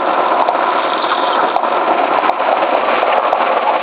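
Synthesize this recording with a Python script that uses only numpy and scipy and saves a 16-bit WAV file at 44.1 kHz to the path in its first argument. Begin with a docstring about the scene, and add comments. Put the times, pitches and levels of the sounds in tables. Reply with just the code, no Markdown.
"""Juicer crushing carrots

A belt-driven crusher and screw juicer chews carrots in a workshop, heard from close by.
Pieces pelt the steel housing in a dense roar over a motor hum. The blades shred, pieces squeak,
and the drive rasps for a while. Big chunks knock on the housing; the hardest knocks overload
the recorder and make its limiter (an automatic volume control) briefly turn everything down."""
import sys
import numpy as np
from scipy import signal
from scipy.fft import rfft, irfft
from scipy.io import wavfile
from scipy.ndimage import uniform_filter1d, minimum_filter1d

SR = 44100
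rng = np.random.default_rng(int(sys.argv[2]) if len(sys.argv) > 2 else 0)


def master_out(mix):
    """Clip the mix to full scale and print it as 16-bit PCM to the path in sys.argv[1]."""
    frames = np.transpose(np.atleast_2d(mix))
    ceiling = np.clip(frames, -1, 1)
    pcm = np.round(ceiling * 32767).astype(np.int16)
    wavfile.write(sys.argv[1], SR, pcm)


N = 168462
T = np.arange(N) / SR
HZ = np.fft.rfftfreq(N, 1 / SR)

# Loudness as the microphone moves along the machine. Each row: time in seconds, then levels in dB
# of the housing's low, middle and high ringing and of the shredding.
LEVELS = [(0, -24.5, -20.5, -18.5, -30.5), (.4, -26.5, -17.5, -19.5, -30.5), (.75, -26, -21, -18, -28),
          (1.0, -27, -23.5, -20, -29.5), (1.3, -29, -20.5, -19, -31), (1.44, -25, -22, -17, -32),
          (1.52, -25, -21.5, -20.5, -31.5), (1.75, -27, -18, -18.5, -29.5), (1.95, -23, -16, -21.5, -27),
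          (2.22, -24.5, -21.5, -17, -23.5), (2.45, -29, -18, -19.5, -27), (2.7, -26, -19, -22, -26.5),
          (2.97, -25.5, -18, -18.5, -22), (3.2, -30.5, -17, -19, -27.5), (3.45, -28, -18.5, -20.5, -28),
          (3.82, -30.5, -19, -22, -25.5)]


def crusher():
    """Pieces pelt the housing and make it ring. The roar changes as the microphone moves."""
    move_start_s, move_end_s = 2.7, 2.9
    low_edge_hz, high_edge_hz = 492, 847
    hits = workshop_echo(pelting(per_s=900, spread_db=3.5, share=.55))
    moved = np.clip((T - move_start_s) / (move_end_s - move_start_s), 0, 1)
    at_press = colour(hits, housing_gain())
    at_hopper = colour(hits, housing_gain(beside_hopper=True))
    spectrum = rfft((1 - moved) * at_press + moved * at_hopper)
    low = 1 / (1 + (HZ / low_edge_hz) ** 10)
    high = 1 - 1 / (1 + (HZ / high_edge_hz) ** 10)
    return sum(evened(irfft(spectrum * band, N)) * curve(LEVELS, column)
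               for column, band in enumerate([low, 1 - low - high, high], start=1))


def housing_gain(beside_hopper=False):
    """How strongly the steel housing sounds at each pitch, beside the screw press or the hopper."""
    # The steel's ringing notes. Each row: pitch in Hz, width in Hz, level in dB beside the press,
    # level in dB beside the hopper.
    notes = [(232.6, 5.7, -13.5, -5.5), (288, 27, -7.5, -6.5), (328, 18, -7.5, -11.5), (359.7, 20, -2, -3),
             (395.5, 21, -5, -8.5), (530, 54, -2.5, 2.5), (588, 43, -1.5, 1.5), (643, 15, -3.5, 1),
             (717.5, 58, 2, 3), (841, 72, -6, 1.5), (990.4, 97, 2, -2), (1133, 62, -7.5, 5),
             (1268, 81, -6, -12), (1355, 99, -4, -2.5)]
    # How well the steel passes sound to the air. Each row: frequency in Hz, gain in dB.
    radiation = [(20, -36), (90, -27), (160, -8.5), (250, 0), (450, -0.5), (700, 2), (1400, 4), (1800, 4.5),
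                 (2600, -9.5), (4000, -28)]
    return resonances(notes, column=3 if beside_hopper else 2) * shape(radiation)


def knocks():
    """Big chunks thud and leave the housing ringing. The hardest knocks overload the recorder,
    heard as a bright distortion crackle and a low thump that grow with the knock's level."""
    # Chunks hitting the housing. Each row: start in seconds, level in dB, pitch in Hz.
    chunks = [(.4215, 5, 890), (.4875, 12.5, 690), (.496, -1, 720), (.589, -3.5, 1000), (1.3818, -9, 860),
              (1.5628, 13.5, 757), (1.631, 1, 840), (2.123, -3, 770), (2.186, 8, 740), (2.2936, 17, 752),
              (2.488, 0.5, 670), (2.527, 2.5, 677), (2.6285, -2.5, 696), (2.7492, 5.5, 660),
              (3.029, 4.5, 706), (3.080, -0.5, 610), (3.1805, 5, 651), (3.329, 10.5, 704),
              (3.558, -3.5, 600)]
    rise_s, ring_db, ring_fade_s = .0019, -16.5, .21  # the ring fades by 60 dB in this time
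    crackle_hz, crackle_width_hz, crackle_db, thump_db = 3820, 920, -39.5, -53.5
    body, overload = np.zeros(N), np.zeros(N)
    t = T[:SR // 4]
    rise = t / rise_s
    contact = (rise * np.exp(1 - rise)) ** 3  # one short, smooth pulse
    hollow = shape([(200, -16), (450, -1.5), (720, 3.5), (1100, -1), (1600, -19), (3000, -25.5)])
    ringing = colour(rng.standard_normal(N), housing_gain() * hollow)
    ring_level = (1 - np.exp(-(rise / 2) ** 2)) * amp(ring_db - 60 * t / ring_fade_s)
    for start, db, hz in chunks:
        thud = contact * np.sin(2 * np.pi * hz * t)
        ring = np.roll(ringing, rng.integers(N))[:len(t)] * ring_level
        add(body, start, amp(db) * (thud + ring))
        add(overload, start, amp(db) ** 2 * contact)
    crackle = colour(rng.standard_normal(N), 1 / (1 + (2 * (HZ - crackle_hz) / crackle_width_hz) ** 2))
    bass_cut = signal.butter(2, 278, "highpass", fs=SR, output="sos")
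    return signal.sosfilt(bass_cut, body) + overload * (amp(crackle_db) * crackle + amp(thump_db))


def shredding():
    """The blades tear the pulp with a fine, flickering crackle."""
    # The crackle's tone. Each row: frequency in Hz, relative level in dB.
    crackle_tone = [(1000, -20.5), (1600, 0), (2000, -1.5), (2400, 2), (3000, -4.5), (3750, -11.5),
                    (4300, -20.5), (4700, -26)]
    tears = pelting(per_s=2500, spread_db=3, share=.52) * amp(1.7 * wander(rate_hz=68))
    return colour(tears, shape(crackle_tone)) * curve(LEVELS, column=4)


def squeaks():
    """Pieces drag on the steel or are crushed against it, in brief bursts."""
    # Squeaks and crunches. Each row: start and length in seconds, pitch and width in Hz, level in dB.
    bursts = [(1.018, 0.022, 3760, 1000, -23.5), (1.087, 0.069, 1160, 603, -13.5),
              (1.324, 0.027, 3150, 250, -23), (1.375, 0.04, 1126, 810, -10.5),
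              (2.066, 0.024, 2340, 350, -23), (2.521, .035, 720, 251, -9), (3.115, 0.032, 2240, 1400, -17),
              (3.63, 0.1, 873, 130, -14.5)]
    out = np.zeros(N)
    for start, length, hz, width, db in bursts:
        fade = np.hanning(round(length * SR))
        rub = colour(rng.standard_normal(N), 1 / (1 + (2 * (HZ - hz) / width) ** 4))
        add(out, start, amp(db) * fade * evened(rub[:len(fade)]))
    return out


def rasp():
    """Metal rubs with a bright rasp that swells once in every turn of the drive."""
    # The rubbing metal's notes. Each row: pitch in Hz, width in Hz, relative level in dB.
    notes = [(2450, 160, -8), (3130, 75, -2.5), (3260, 100, -2), (3370, 97, -3.5), (3290, 50, -2),
             (3563, 61, 3), (3730, 90, 1), (4336, 150, -8.5)]
    # The rasp's loudness. Each row: time in seconds, level in dB.
    loudness = [(0, -40.5), (.27, -37.5), (.55, -38.5), (.85, -31.5), (1.29, -26), (1.42, -33),
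                (1.6, -36.5), (2.0, -47.5)]
    turns_per_s, swing_db = 45, 2.5
    turns = np.cumsum(turns_per_s * (1 + .03 * wander(rate_hz=8))) / SR
    swell = amp(swing_db * np.cos(2 * np.pi * turns))
    rub = pelting(per_s=550, spread_db=6, share=.7) * swell
    brightness = shape([(1000, -12), (2500, -1.5), (4400, -2.5), (4900, -8)])
    return colour(rub, resonances(notes) * brightness) * curve(loudness)


def motors():
    """The motors hum, wavering with the load, over a faint rumble."""
    # The hum's tones. Each row: pitch in Hz, level in dB.
    tones = [(362, -43), (716, -32)]
    pitch_waver, flutter_db, rumble_db = .008, 2.5, -66
    motor_time = np.cumsum(1 + pitch_waver * wander(rate_hz=12.8)) / SR
    hum = np.zeros(N)
    for hz, db in tones:
        level = amp(db + flutter_db * wander(rate_hz=22))
        hum += level * np.sqrt(2) * np.sin(2 * np.pi * hz * motor_time)
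    rumble_tone = shape([(15, 10), (60, -6.5), (105, 6.5), (200, .5), (500, -28.5)])
    return hum + amp(rumble_db) * colour(rng.standard_normal(N), rumble_tone)


def workshop_echo(x):
    """The room adds a short, blurred echo."""
    fade_s, echo_db = .2, -8.5
    t = T[:SR // 2]
    tail = rng.standard_normal(len(t)) * amp(-60 * t / fade_s) * (t > .005)
    echo = signal.fftconvolve(x, tail / np.linalg.norm(tail))[:N]
    return evened(x + amp(echo_db) * echo)


def pelting(per_s, spread_db, share):
    """Random hits of uneven size carry a share of the power; the rest is a wash of tiny ones."""
    size = amp(spread_db * np.minimum(rng.exponential(1, N), 4))
    hits = size * rng.choice([-1, 1], N) * (rng.random(N) < per_s / SR)
    return np.sqrt(share) * evened(hits) + np.sqrt(1 - share) * rng.standard_normal(N)


def resonances(rows, column=2):
    """Gain at each frequency for a set of ringing notes, one peak per row."""
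    return np.sqrt(sum(amp(row[column]) ** 2 / (1 + (2 * (HZ - row[0]) / row[1]) ** 2) for row in rows))


def colour(x, gain):
    """Filters a sound by a gain at each frequency, then sets its average level to 1."""
    cepstrum = irfft(np.log(np.maximum(gain / gain.max(), 1e-5)), N)
    # Folding onto the first half makes the ringing follow each hit, never lead it.
    cepstrum[1:N // 2] *= 2
    cepstrum[N // 2 + 1:] = 0
    return evened(irfft(rfft(x) * np.exp(rfft(cepstrum)), N))


def shape(points):
    """Gain at each frequency, drawn through (Hz, dB) points."""
    hz, db = np.transpose(points)
    return amp(np.interp(np.log(HZ + 1), np.log(hz), db))


def curve(rows, column=1):
    """Gain over time from one dB column of a table."""
    columns = np.transpose(rows)
    return amp(np.interp(T, columns[0], columns[column]))


def wander(rate_hz):
    """Smooth random drift with a typical size of 1."""
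    return evened(irfft(rfft(rng.standard_normal(N)) * np.exp(-(HZ / rate_hz) ** 2) * (HZ > 0), N))


def amp(db):
    """Turns decibels into a gain to multiply by."""
    return 10 ** (np.asarray(db) / 20)


def evened(x):
    """Scales a signal to an average (rms) level of 1."""
    return x / np.sqrt(np.mean(x ** 2) + 1e-20)


def add(mix, start_s, sound):
    """Mixes a sound in at its start time."""
    part = mix[round(start_s * SR):][:len(sound)]
    part += sound[:len(part)]


def scene():
    """The whole machine in mono. Roar and shredding surge together with the uneven feed."""
    surge_db = 1.42
    feed = amp(surge_db * wander(rate_hz=30.3))
    return (feed * (crusher() + shredding()) + rasp() + squeaks() + knocks() + motors())[None]


def record(dry):
    """A limiter dips at hard knocks, peaks overload and treble is cut. A faint high hiss rides on the sound and
    follows its level."""
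    limit_db, ratio, recover_db_per_s, look_ahead_s = -2, 3, 105, .002
    input_ceiling, treble_cut_hz, hiss_db, top_hz = 1.03, 4750, -70.5, 15800
    over_db = np.maximum(20 * np.log10(abs(dry[0]) + 1e-9) - limit_db, 0) * (1 - 1 / ratio)
    recovery = T * recover_db_per_s
    dip_db = np.maximum.accumulate(over_db + recovery) - recovery  # dips at once, comes back slowly
    ahead = round(look_ahead_s * SR)
    gain_db = uniform_filter1d(minimum_filter1d(-dip_db, ahead), ahead)
    limited = np.clip(dry[0] * amp(gain_db), -input_ceiling, input_ceiling)
    treble_cut = signal.firwin(161, treble_cut_hz, window=("kaiser", 8), fs=SR)
    dulled = signal.fftconvolve(limited, treble_cut, "same")
    hiss = amp(hiss_db) * dulled * rng.standard_normal(N)
    top_cut = signal.firwin(511, top_hz, window=("kaiser", 9), fs=SR)
    return signal.fftconvolve(np.clip(dulled, -1, 1) + hiss, top_cut, "same")[None]


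dry = scene()
out = record(dry)
master_out(out)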